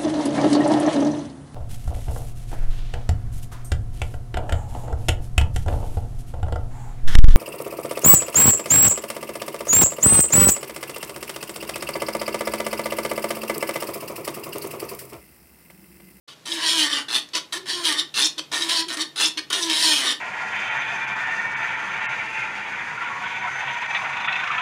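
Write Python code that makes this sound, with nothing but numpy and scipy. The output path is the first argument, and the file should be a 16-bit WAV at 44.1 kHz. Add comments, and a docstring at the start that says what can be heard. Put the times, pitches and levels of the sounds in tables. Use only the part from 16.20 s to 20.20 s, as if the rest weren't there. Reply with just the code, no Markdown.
"""The rollers of a wooden cotton gin rasp by stick-slip friction, cranked by hand about once a second.
Each turn gives a long rasp as the handle rises, a shorter rub as it falls, a brief catch at the bottom.
The slips are impulses that excite the resonances of the frame, with squeaks and cracks among them.
The dry axle groans along in harmonics of the slip rate, sinking in pitch under load.
The small, quiet space reverberates briefly over a faint steady background."""
import sys
import numpy as np
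from scipy import signal
from scipy.fft import rfft, irfft
from scipy.io import wavfile
from scipy.ndimage import uniform_filter1d

SR = 44100
rng = np.random.default_rng(int(sys.argv[2]) if len(sys.argv) > 2 else 0)


def persist_wave(psi):
    """Save psi, clipped to +-1, as 16-bit WAV."""
    counts = np.round(np.clip(psi, -1, 1) * 32767).astype(np.int16)
    wavfile.write(sys.argv[1], SR, np.atleast_2d(counts).T)


N = 176400
T = np.arange(N) / SR
HZ = np.fft.rfftfreq(N, 1 / SR)


# Squeal resonance of the rollers: t/s, f/Hz
SQUEAL_PITCH = [(.4, 3440), (.5, 3680), (.6, 3230), (.65, 3030), (.74, 3070), (.79, 2842), (.9, 3662),
                (1.5, 3699), (1.57, 4151), (1.68, 3354), (1.8, 3797), (2.42, 3795), (2.5, 3410),
                (2.6, 4074), (3.05, 3555), (3.5, 3249), (3.59, 3850), (3.66, 3879), (3.71, 3313),
                (3.78, 2953), (3.85, 3687), (3.9, 3400)]
def rollers(drive, squeal_share=0.6):
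    """Source and filter: slips excite the frame and a gliding squeal; pressure sets each band's level."""
    wood = frame(drive)
    bite, body, treble = pressure_envelopes()
    squeal = unit(resonate(wood, np.interp(T, *np.transpose(SQUEAL_PITCH)), width_hz=1480))
    bite_band = unit((1 - squeal_share) * band(wood, 2316, 5900) + squeal_share * squeal)
    body_band = amp(-1) * band(wood, 558, 1997) + amp(-14) * band(wood, 203, 439)
    treble_band = band(wood, 6340, 21400)
    return amp(-0.58) * bite * bite_band + body * body_band + amp(-0.5) * treble * treble_band


# Four rasps of the rising handle, the third in two lists around a brief break:
# t/s, then relative level/dB of bite, body, treble
RISING_RASPS = [
    [(0.257, -36, -40.5, -40.5), (0.333, -32, -40, -35), (0.389, -32.5, -35, -42.5),
     (0.505, -20, -34, -25.5), (0.548, -27.5, -37, -33), (0.596, -22.5, -35, -25.5),
     (0.666, -24.5, -29.5, -32), (0.688, -31.5, -34.5, -42.5), (0.738, -21, -29.5, -33),
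     (0.795, -27.5, -32, -41.5), (0.83, -43, -43, -47)],
    [(1.459, -40, -44, -48), (1.497, -25, -34, -32.5), (1.55, -30, -45, -40), (1.63, -40, -42, -42.5),
     (1.655, -19, -34, -26.5), (1.71, -25.5, -30, -33), (1.767, -35, -36, -43), (1.797, -20.5, -34, -29),
     (1.83, -41, -40.5, -57)],
    [(2.318, -35.5, -35, -40.5), (2.338, -22.5, -25.5, -30), (2.39, -31, -34.5, -35),
     (2.438, -30.5, -38.5, -32.5), (2.476, -34, -37.5, -43), (2.494, -23.5, -33.5, -32),
     (2.61, -24, -37.5, -31), (2.655, -48, -61, -97)],
    [(2.685, -29, -42, -35.5), (2.707, -29.5, -31, -38.5), (2.749, -33.5, -31, -33.5),
     (2.759, -50, -37, -55), (2.781, -38, -34, -44), (2.821, -23, -33, -30.5), (2.85, -44, -55, -62)],
    [(3.304, -27, -31, -31.5), (3.322, -33, -30, -43), (3.332, -21.5, -28, -32), (3.405, -33.5, -37, -36.5),
     (3.44, -38, -44, -30.5), (3.482, -27.5, -45, -43), (3.504, -23.5, -32, -33.5),
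     (3.575, -22, -34.5, -29.5), (3.644, -20.5, -30, -23.5), (3.772, -21, -32, -28.5),
     (3.84, -28, -28, -33.5), (3.885, -20, -27, -30), (3.93, -25, -30.5, -35), (3.96, -45, -60, -69)],
]
# Rubs of the falling handle: same columns
FALLING_RUBS = [
    [(0.886, -33.5, -35, -41.5), (0.966, -19, -26.5, -27), (1.0, -36, -48, -42)],
    [(1.943, -26.5, -38.5, -38.5), (1.987, -21, -24, -26), (2.075, -24.5, -40, -30)],
    [(2.961, -32, -40, -39.5), (3.013, -21.5, -25, -25.5), (3.085, -27.5, -40, -32.5)],
]
# A faint fading tail as the sound opens, then brief catches:
# t/s, duration/s, first and last bite level/dB, body and treble level/dB re bite
TAIL_AND_CATCHES = [(0.083, 0.053, -41, -49.5, -5.5, -11), (1.136, 0.014, -30, -27, -11, -14.5),
                    (1.151, 0.034, -21, -26, -5.5, -9), (1.326, 0.054, -28.5, -36.5, -3, -4),
                    (2.181, 0.014, -31, -23, -6, -11.5), (3.175, 0.02, -26, -27.5, -6, -12.5)]
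def pressure_envelopes(attack_s=0.0035, release_s=0.0029):
    """Friction noise follows contact pressure: gains of bite (upper mids), body and treble."""
    short_spells = [[(start, first, first + body, first + treble),
                     (start + length, last, last + body, last + treble)]
                    for start, length, first, last, body, treble in TAIL_AND_CATCHES]
    gains = np.zeros((3, N))
    for spell in list(RISING_RASPS) + list(FALLING_RUBS) + short_spells:
        times, *levels = np.transpose(spell)
        attack = np.clip((T - times[0]) / attack_s + 1, 0, 1)
        release = np.exp(-np.maximum(T - times[-1], 0) / release_s)
        gains = np.maximum(gains, [attack * release * amp(np.interp(T, times, db)) for db in levels])
    return gains


def slips(rate, speed_up_s=.06, weak_slip_db=-11, fade_s=0.0023, crackles_per_s=700):
    """Relaxation oscillation: strong and weak slips alternate, snapping and scraping; fibres crackle."""
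    slowed_rate = rate * (1 - .33 * np.exp(-rub_age() / speed_up_s))
    slip_count = np.floor(np.cumsum(slowed_rate) / SR)
    slip_db = weak_slip_db * (slip_count % 2) + np.clip(rng.standard_normal(N), -2, 2)
    snaps = (np.diff(slip_count, prepend=0) > 0) * amp(slip_db)
    sliding = unit(signal.lfilter([1], [1, -np.exp(-1 / (fade_s * SR))], snaps))
    scrape = unit((0.41 + sliding) * rng.standard_normal(N))
    crackle = unit((rng.random(N) < crackles_per_s / SR) * rng.uniform(-0.65, 1, N))
    return 0.65 * unit(snaps) + 0.96 * scrape + 0.32 * crackle


def stutter(jerks_per_s=115, quickening_per_s2=250, depth_db=8, fade_s=.055, spurt_s=.006):
    """Amplitude modulation: a stroke starts in jerks that quicken and fade, leaving uneven spurts."""
    age = rub_age()
    jerks = jerks_per_s * age + quickening_per_s2 * age ** 2 / 2
    sawtooth = 0.3955 - jerks % 1
    knots = np.arange(0, T[-1] + spurt_s, spurt_s)
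    spurts = np.interp(T, knots, np.clip(rng.standard_normal(N)[:len(knots)], -2, 2))
    return amp(depth_db * np.exp(-age / fade_s) * sawtooth + 0.64 * spurts)


def rub_age():
    """Clock of the starting transient: seconds since a rasp or rub last began or resumed."""
    age = T.copy()
    for start in sorted(rows[0][0] for rows in list(RISING_RASPS) + list(FALLING_RUBS)):
        age = np.where(T >= start, T - start, age)
    return age


# Broad response of the wood: f/Hz, level/dB
WOOD_RESPONSE = [(150, -24.5), (300, -0.5), (450, -11.5), (750, -19), (1000, -10.5), (1400, -11.5),
                 (1900, -9.5), (2300, -9.5), (3000, -5.5), (3700, -3), (4600, -5), (5600, -7.5),
                 (7200, -13), (9200, -9.5), (10300, -14.5), (11500, -23.5), (13000, -27.5), (15500, -32.5)]
# Modes of the frame: f/Hz, bandwidth/Hz, level/dB re broad response
FRAME_MODES = [(992, 12, -10.5), (1840, 28, -1.5), (1860, 14, -18), (5384, 77, -7.5), (6530, 15, -12)]
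def frame(drive):
    """Modal resonance: narrow, damped modes ring on top of the wood's broad response."""
    ring = 1 + sum(amp(db) / (1 + 2j * (HZ - hz) / width) for hz, width, db in FRAME_MODES)
    return irfft(rfft(drive) * ring * amp(read(WOOD_RESPONSE, HZ)), N)


def smear(x, patterns=12, fade_s=0.0042, cutoff_hz=1240):
    """Convolution: each snap's highs are smeared by changing noise patterns, so no steady ring forms."""
    t = T[:SR // 25]
    taps = rng.standard_normal((patterns, len(t))) * np.exp(-t / fade_s) * (t > .0003)
    taps /= np.linalg.norm(taps, axis=1, keepdims=True)
    taps = signal.sosfilt(signal.butter(2, cutoff_hz, "high", fs=SR, output="sos"), taps)
    smeared = signal.fftconvolve(x * crossfade(patterns), taps, axes=1).sum(0)[:N]
    return unit(x + amp(0.5) * smeared)


# Squeaks where the wood grips hardest: peak t/s, 1/e half-duration/s, f/Hz, level/dB
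GRIP_SQUEAKS = [(0.322, 0.0056, 3530, -23.5), (0.616, 0.024, 3160, -25), (0.97, 0.0061, 4410, -28),
                (1.154, 0.0035, 5200, -20), (1.795, .016, 3830, -30), (2.031, .012, 3629, -22),
                (2.052, 0.012, 5400, -18), (2.425, .014, 3748, -27.5), (2.816, 0.015, 4090, -33),
                (3.044, 0.013, 3600, -20.5), (3.06, 0.0058, 5304, -17), (3.433, 0.012, 3698, -23.5)]
def squeaks(drive, width_hz=570, upper_ratio=1.27):
    """Forced resonance: in short swells the slips ring one high mode and a weaker one above it."""
    out, t = np.zeros(N), T[:SR // 10]
    for peak, half, hz, db in GRIP_SQUEAKS:
        at = round((peak - t.mean()) * SR)
        span, pitch = slice(at, at + len(t)), np.full(len(t), float(hz))
        lower = unit(resonate(drive[span], pitch, width_hz))
        upper = unit(resonate(drive[span], upper_ratio * pitch, 2 * width_hz))
        swell = np.exp(-((t - t.mean()) / half) ** 2)
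        out[span] += amp(db) * swell * (lower + amp(-4.5) * upper)
    return out


# Single hard slips: t/s, level/dB
HARD_SLIPS = [(0.945, -25), (1.088, -42.5), (1.639, -28), (1.7244, -19), (2.019, -23), (2.494, -16.5),
              (2.771, -23), (3.328, -16.5), (3.498, -18)]
def cracks(fade_s=0.0049):
    """Transient excitation: each hard slip drives the frame with an exponentially decaying noise burst."""
    envelope = sum(amp(db) * (T >= start) * np.exp(-abs(T - start) / fade_s) for start, db in HARD_SLIPS)
    bursts = frame(envelope * rng.standard_normal(N))
    return np.sqrt(np.mean(envelope ** 2)) * band(bursts, 1241, 18070)


# Axle groans: t/s, duration/s, first f/Hz, last f/Hz, level/dB, overtone level/dB re fundamental
AXLE_GROANS = [(0.28, .11, 334.8, 333.5, -38.5, -9), (0.404, 0.1, 342.9, 303, -47.5, 12.5),
               (0.509, .17, 336.2, 283.6, -36.5, 4.5), (0.941, 0.064, 285.5, 308.7, -43, 2.5),
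               (1.136, 0.055, 338, 323.1, -41, -1.5), (1.354, 0.046, 337.7, 383.4, -36.5, -4),
               (1.418, 0.065, 377.8, 354.7, -46.5, -12), (1.527, 0.12, 361.7, 338.3, -35.5, 0),
               (1.64, 0.1, 334.6, 281.7, -37, 4.5), (1.783, 0.066, 312.3, 356, -45, -12),
               (2.003, 0.075, 280.7, 350.1, -39, -2), (2.17, 0.048, 318.4, 316.4, -40.5, -9),
               (2.385, 0.096, 343.6, 331.1, -36, -5), (2.506, 0.064, 341.7, 334.8, -41, 9.5),
               (2.573, 0.076, 322.6, 332.4, -36.5, -1), (2.662, 0.062, 371.5, 295.8, -38.5, -16),
               (2.764, 0.089, 296.3, 347.1, -38, -9), (3.034, 0.053, 313.6, 330.3, -38.5, 0),
               (3.164, 0.045, 313.2, 302.9, -41, -3), (3.349, 0.051, 396.6, 370, -39, -4),
               (3.393, 0.14, 341.7, 312.9, -33, -1), (3.623, .15, 328.4, 282.2, -36, 7),
               (3.781, 0.11, 272.7, 244.4, -51, 16)]
# Spectral envelope of the overtones: f/Hz, level/dB
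GROAN_SPECTRUM = [(600, -11.5), (860, 1), (1000, 7.5), (1300, -3), (1800, 3.5), (2400, -12), (3200, -4),
                  (4400, 7.5), (5500, -26)]
def axle(rate, flutter=0.39):
    """Harmonic series: periodic slipping sounds a low tone with fluttering overtones, in swells."""
    out, phase = np.zeros(N), 2 * np.pi * np.cumsum(rate) / SR
    overtones = np.zeros(N)
    for k in range(2, 18):
        gain = amp(read(GROAN_SPECTRUM, k * rate)) * (1 + flutter * wander(300))
        overtones += gain * np.cos(k * phase + 2 * np.pi * rng.random())
    for start, length, _, _, db, overtone_db in AXLE_GROANS:
        now = (T >= start) & (T < start + length)
        swell = abs(np.sin(np.pi * (T[now] - start) / length)) ** 0.46
        out[now] += amp(db) * swell * (unit(np.sin(phase[now])) + amp(overtone_db) * unit(overtones[now]))
    return out


def slip_rate(glide_power=1.4, jitter=.012):
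    """Frequency modulation: the slips per second sink or climb through each groan and waver a little."""
    progress = np.linspace(0, 1, 8)
    times = np.concatenate([start + length * progress for start, length, *_ in AXLE_GROANS])
    hz = np.concatenate([first + (last - first) * progress ** glide_power
                         for _, _, first, last, *_ in AXLE_GROANS])
    return np.interp(T, np.maximum.accumulate(times), hz) * (1 + jitter * wander(130))


# Reverberation time of the space: f/Hz, T60/s
ROOM_T60 = [(150, 0.47), (500, 0.31), (1500, 0.26), (4000, 0.22), (9000, 0.18), (15000, 0.19)]
def room(x, count=6):
    """Diffuse reverberation: short tails crossfade to stay uncoloured; each band decays at its own rate."""
    noise = rng.standard_normal((count, SR // 2)) * (T[:SR // 2] > .002)
    hz, t, spectra = signal.stft(noise, SR, nperseg=256)
    decay = amp(-60 * t / read(ROOM_T60, hz)[:, None])
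    tails = signal.istft(spectra * decay, SR, nperseg=256)[1]
    return signal.fftconvolve(x * crossfade(count), tails / np.linalg.norm(tails[0]), axes=1).sum(0)[:N]


# Spectral density of the still air: f/Hz, relative level/dB
AIR_SPECTRUM = [(25, -44), (60, -13.5), (100, -12), (150, 3), (200, -6.5), (330, -4.5), (1500, -13.5),
                (4000, -13), (9000, -24), (12000, -24.5), (16000, -36)]
def air(level_db=-53):
    """Stationary noise: a faint background, strongest in the bass."""
    return amp(level_db) * unit(irfft(rfft(rng.standard_normal(N)) * amp(read(AIR_SPECTRUM, HZ)), N))


def crossfade(count, cycles_per_s=0.94):
    """Equal-power crossfade: gains that cycle through count patterns, their squares summing to 1."""
    distance = (count * cycles_per_s * T - np.arange(count)[:, None] + count / 2) % count - count / 2
    return np.cos(np.pi / 2 * np.minimum(abs(distance), 1))


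def resonate(x, hz, width_hz):
    """Tunable resonance: two stages in cascade, each width_hz wide, follow the curve hz."""
    carrier = np.exp(2j * np.pi * np.cumsum(hz) / SR)
    pole = np.exp(-np.pi * width_hz / SR)
    return (carrier * signal.sosfilt([[1 - pole, 0, 0, 1, -pole, 0]] * 2, x / carrier)).real


def band(x, lo_hz, hi_hz):
    """Band-pass filtering, scaled to rms 1."""
    return unit(signal.sosfilt(signal.butter(4, [lo_hz, hi_hz], "band", fs=SR, output="sos"), x))


def wander(samples):
    """Moving average of white noise: a smooth fluctuation of rms 1."""
    return unit(uniform_filter1d(rng.standard_normal(N), samples))


def read(points, hz):
    """Interpolation on a log-frequency axis."""
    f, value = np.transpose(points)
    return np.interp(np.log(hz + 1), np.log(f + 1), value)


def amp(db):
    """Decibels to amplitude ratio."""
    return 10 ** (np.asarray(db) / 20)


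def unit(x):
    """Normalisation to rms 1."""
    return x / np.sqrt(np.mean(abs(x) ** 2) + 1e-20)


def scene():
    """Superposition: rollers and axle, sharing one slip rate, add to their reverberation and the air."""
    rate = slip_rate()
    drive = unit(smear(slips(rate)) * stutter())
    rasp = rollers(drive) + squeaks(drive) + cracks()
    groan = axle(rate)
    reverberation = room(amp(-6.5) * rasp + amp(-8.5) * groan)
    return (rasp + groan + reverberation + air())[None]


def record(dry, silence_s=.075, fade_in_s=0.0035, cutoff_hz=15700):
    """Gating and band limiting: the sound opens after a moment of silence, through a steep low-pass."""
    opened = dry * np.clip((T - silence_s) / fade_in_s, 0, 1)
    low_pass = signal.firwin(401, cutoff_hz, window=("kaiser", 9), fs=SR)
    return signal.oaconvolve(opened, low_pass[None], "same")


dry = scene()
out = record(dry)
persist_wave(out)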